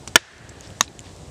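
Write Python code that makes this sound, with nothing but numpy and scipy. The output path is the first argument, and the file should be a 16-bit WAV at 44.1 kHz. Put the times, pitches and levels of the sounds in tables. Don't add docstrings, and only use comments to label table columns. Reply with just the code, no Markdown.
import sys
import numpy as np
from scipy import signal
from scipy.fft import rfft, irfft
from scipy.io import wavfile
from scipy.ndimage import uniform_filter1d

SR = 44100
rng = np.random.default_rng(int(sys.argv[2]) if len(sys.argv) > 2 else 0)


def to_wav(s):
    ch = np.atleast_2d(s).T
    pcm = np.round(np.clip(ch, -1, 1) * 32767)
    wavfile.write(sys.argv[1], SR, pcm.astype(np.int16))


def to_linear_factor(level_db):
    exponent = np.asarray(level_db, float) / 20
    return 10 ** exponent


N = 57330


def evened(x):
    return x / np.sqrt(np.mean(x ** 2) + 1e-20)


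def add(mix, start_s, sound):
    part = mix[round(start_s * SR):][:len(sound)]
    part += sound[:len(part)]


def band(x, low_hz, high_hz):
    edges_hz = [low_hz, min(high_hz, SR / 2.1)]
    return signal.sosfilt(signal.butter(2, edges_hz, "bandpass", fs=SR, output="sos"), x)


def tint(x, colour):
    hz, db = np.transpose(colour)
    bins_hz = np.fft.rfftfreq(len(x), 1 / SR)
    gain_db = np.interp(np.log(bins_hz + 1), np.log(hz), db)
    return irfft(rfft(x) * to_linear_factor(gain_db), len(x))


def noise(colour, patchy_db, flicker_db):
    frames = N // 128 + 9
    real, imag, chance = rng.standard_normal((frames, 257, 3)).T
    flicker = evened(uniform_filter1d(chance[0], size=2))
    patches = uniform_filter1d(chance, size=6, axis=0)
    patches = evened(uniform_filter1d(patches, size=16, axis=1))
    spectra = (real + 1j * imag) * to_linear_factor(patchy_db * patches + flicker_db * flicker)
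    x = signal.istft(spectra, nperseg=512, noverlap=384)[1][:N]
    return evened(tint(x, colour))


# time in seconds, level in dB.
FLAME_LEVEL = [(0, -49), (.02, -40.5), (.09, -41), (.135, -45.5), (.2, -43.5), (.26, -46), (.4, -43),
               (.54, -41), (0.629, -44), (.69, -40.5), (.75, -44.5), (.8, -43.5), (0.899, -37), (1, -40.5),
               (1.125, -42), (1.18, -43), (1.235, -39.5), (1.3, -41.5)]
# frequency in Hz, level in dB.
FLAME_COLOUR = [(25, -17.5), (50, -2), (105, 1.5), (200, -9), (400, -11), (900, -22), (1500, -34.5),
                (6000, -82)]


def flame_flutter():
    time_s, level_db = np.transpose(FLAME_LEVEL)
    swell = to_linear_factor(np.interp(np.arange(N) / SR, time_s, level_db))
    return swell * noise(FLAME_COLOUR, patchy_db=1.2, flicker_db=2.2)


# frequency in Hz, level in dB.
AIR_COLOUR = [(200, -3.5), (700, 7), (1500, -5.5), (6500, -5.5), (8000, -4), (10000, -16), (13000, -26.5),
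              (15500, -37)]


def woodland_air():
    return to_linear_factor(-49) * noise(AIR_COLOUR, patchy_db=.7, flicker_db=.3)


def crackle(peak_db, hz, width_hz, snap_db):
    t = np.arange(600) / SR
    roughness = 1 + 2.0 * uniform_filter1d(rng.standard_normal(600), size=8)
    decay = np.exp(-t * max(width_hz, 100) / 2)
    onset = np.minimum(t / 0.00016, 1)
    ring = np.sin(2 * np.pi * hz * t) * decay * onset * roughness
    snap = band(rng.standard_normal(600) * np.exp(-t / .0007), 3500, 11000)
    return to_linear_factor(peak_db) * (band(ring, 0.44 * hz, 1.32 * hz) + to_linear_factor(snap_db) * snap)


# start in seconds, peak level in dB, ring frequency in Hz, bandwidth in Hz,
# snap level in dB.
BURSTS = [(0.0753, -35, 11000, 2500, 4), (.172, -12.5, 1810, 710, -67), (.381, -31.5, 6060, 3000, -10),
          (.492, -27, 6200, 3000, -10), (0.495, -30.5, 7600, 1200, -20), (0.6087, -24, 6830, 3520, -8),
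          (.6729, -34.5, 5470, 1500, -32.5), (.679, -41, 8000, 3000, -5), (0.7035, -31, 3000, 3000, -11),
          (.8274, -22, 7100, 1400, -25), (0.8377, -23, 5330, 2200, -16), (0.845, -35, 8000, 1500, -23),
          (0.8787, -31, 3960, 600, -23), (0.8789, -39, 2480, 500, -21), (0.89, -46, 9500, 3000, 0),
          (0.9923, -21, 7130, 2580, -16), (.992, -31, 3000, 1000, -30), (1.0044, -29.5, 7200, 1930, -17),
          (1.0677, -34, 3550, 1800, -17), (1.068, -38.5, 1870, 1200, -26.5),
          (1.1534, -37.5, 7600, 3000, -12), (1.164, -42, 7080, 3000, 3), (1.2403, -45, 6940, 2000, -20),
          (1.2794, -48, 9100, 3000, -1)]


def add_crackles(mix):
    for start_s, *settings in BURSTS:
        add(mix, start_s, crackle(*settings))


BLADE_FROM_HZ = 3700


def struck_stick(modes, swing, crack_db, blade_s):
    t = np.arange(SR) / SR
    late = 1 - np.exp(-(t / blade_s) ** 2)
    ring = np.zeros(SR)
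    for hz, db, t60_s in modes:
        mode = to_linear_factor(db - 60 * t / t60_s) * np.sin(2 * np.pi * hz * t)
        ring += mode * (late if hz > BLADE_FROM_HZ else 1)
    crack = evened(band(rng.standard_normal(SR), 1500, 7900))
    crack = crack * to_linear_factor(crack_db - 60 * t / 0.014) * late
    soft_start = np.minimum(t / 0.00042, 1)
    return swing * ring * soft_start + crack


def ground_scatter(dry):
    t = np.arange(SR) / SR
    ground = rng.standard_normal(SR) * to_linear_factor(-60 * t / 0.064) * (t > .002)
    onset = dry * np.exp(-t / 0.001)
    return to_linear_factor(-7) * signal.fftconvolve(onset, ground / np.linalg.norm(ground))[:SR]


# frequency in Hz, level in dB.
TREE_COLOUR = [(600, -9.5), (1250, -4), (1720, 4.5), (2300, -4), (4000, -3.5), (6500, -5), (9000, -24),
               (13000, -52)]


def tree_echo():
    t = np.arange(SR) / SR
    trees = evened(tint(rng.standard_normal(SR), TREE_COLOUR))
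    body = band(trees, 100, BLADE_FROM_HZ)
    treble = trees - body
    tail = body * to_linear_factor(-60 * t / 1.89) + treble * to_linear_factor(-60 * t / 0.76)
    return tail * (1 - np.exp(-t / 0.018))


def knock(modes, swing, strength_db, crack_db, echo_db, blade_s):
    dry = struck_stick(modes, swing, crack_db, blade_s)
    near = dry + ground_scatter(dry)
    near = signal.sosfilt(signal.butter(4, 9500, fs=SR, output="sos"), near)
    return to_linear_factor(strength_db) * (near + to_linear_factor(echo_db - 23.5) * tree_echo())


# start in seconds, strength in dB, crack level in dB, echo level in dB,
# time the blade takes to start ringing in seconds.
BLOWS = [
    (.0757, -18.5, -7.5, -14, 0.00053),
    (.1568, 8, 8, -19.5, 0.0021),
    (.8087, -3.5, -5.5, -23.5, 0.00067),
]
SWINGS = (-1, -1, 1)
# frequency in Hz, level in dB, t60 in seconds.
PLACING_MODES = [(1090, -3, 0.0072), (3000, -31, 0.011), (5870, 1, 0.0091), (7200, -10, 0.02),
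                 (8450, -7, 0.012), (11000, -16, .006)]
# frequency in Hz, level in dB, t60 in seconds.
FIRST_KNOCK_MODES = [(130, -20.5, 0.049), (345.6, -19, 0.059), (500, -20, 0.041), (669, -14, 0.039),
                     (1000, -5.5, 0.021), (1451, 2, 0.019), (1714, 2.5, 0.022), (2064, -3.5, 0.019),
                     (3006, 2.5, 0.018), (3425, 0.5, 0.014), (4668, -0.5, 0.016), (5610, 1.5, 0.017),
                     (6630, 3.5, 0.014), (899, -17, 0.035)]
# frequency in Hz, level in dB, t60 in seconds.
SECOND_KNOCK_MODES = [(99, -38, 0.041), (233, -17.5, 0.054), (600, -46, 0.013), (1134, 0, 0.013),
                      (1388, 1, 0.0051), (1795, -2, 0.01), (2702, -8, 0.019), (3761, 10.5, 0.006),
                      (4780, -6, 0.0072), (5882, 3, 0.011), (6500, 8, 0.0098), (7460, -5.5, 0.011),
                      (9300, -45, 0.013)]


def add_knocks(mix):
    modes_by_blow = (PLACING_MODES, FIRST_KNOCK_MODES, SECOND_KNOCK_MODES)
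    for (start_s, *settings), modes, swing in zip(BLOWS, modes_by_blow, SWINGS):
        add(mix, start_s, knock(modes, swing, *settings))


def rustle(length_s, level_db, hz):
    t = np.arange(0, .15, 1 / SR)
    when, size, sign = rng.random((3, len(t)))
    scratches = when < 3500 / SR
    grains = scratches * to_linear_factor(-2.5 * np.log(size + 0.00885)) * np.sign(sign - .5)
    grains = band(grains, 0.42 * hz, 1.65 * hz)
    grains = band(band(grains, 500, 8000), 500, 8000)
    swell = np.sin(np.pi * np.minimum(t / length_s, 1) ** 0.56) ** 2
    return to_linear_factor(level_db) * evened(grains) * swell


# start in seconds,
# length in seconds, level in dB, centre frequency in Hz.
MOVEMENTS = [
    (0.076, .02, -40.5, 7550),
    (0.087, .03, -53, 6500),
    (0.159, 0.068, -35, 5800),
    (0.619, 0.072, -47, 5030),
    (0.769, 0.036, -58, 7030),
    (0.811, 0.071, -38.5, 5600),
    (1.029, 0.12, -50, 4650),
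    (1.135, 0.049, -66, 6050),
]


def add_rustles(mix):
    for start_s, *settings in MOVEMENTS:
        add(mix, start_s, rustle(*settings))


def scene():
    mix = flame_flutter() + woodland_air()
    add_crackles(mix)
    add_knocks(mix)
    add_rustles(mix)
    return mix[None]


def gain_cut_db(dry):
    limit_db, share, max_cut_db = -12.5, 0.34, 8.5
    grab_s, recover_db_s = 0.0031, 56
    peak_db = 20 * np.log10(abs(dry[0]) + 1e-6)
    fall_db = np.arange(N) * recover_db_s / SR
    held_db = np.maximum.accumulate(peak_db + fall_db) - fall_db
    cut_db = np.minimum(share * np.maximum(held_db - limit_db, 0), max_cut_db)
    keep = np.exp(-1 / (grab_s * SR))
    for _ in range(2):
        cut_db = signal.lfilter([1 - keep], [1, -keep], cut_db)
    return cut_db


def top_cut(x):
    return signal.sosfilt(signal.butter(12, 20000, fs=SR, output="sos"), x)


def record(dry):
    x = np.clip(dry * to_linear_factor(-gain_cut_db(dry)), -1, 1)
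    x = signal.sosfilt(signal.butter(1, 48.6, "highpass", fs=SR, output="sos"), x)
    x = signal.oaconvolve(x, signal.firwin(101, 15600, fs=SR)[None], "same")
    return top_cut(x)


dry = scene()
out = record(dry)
to_wav(out)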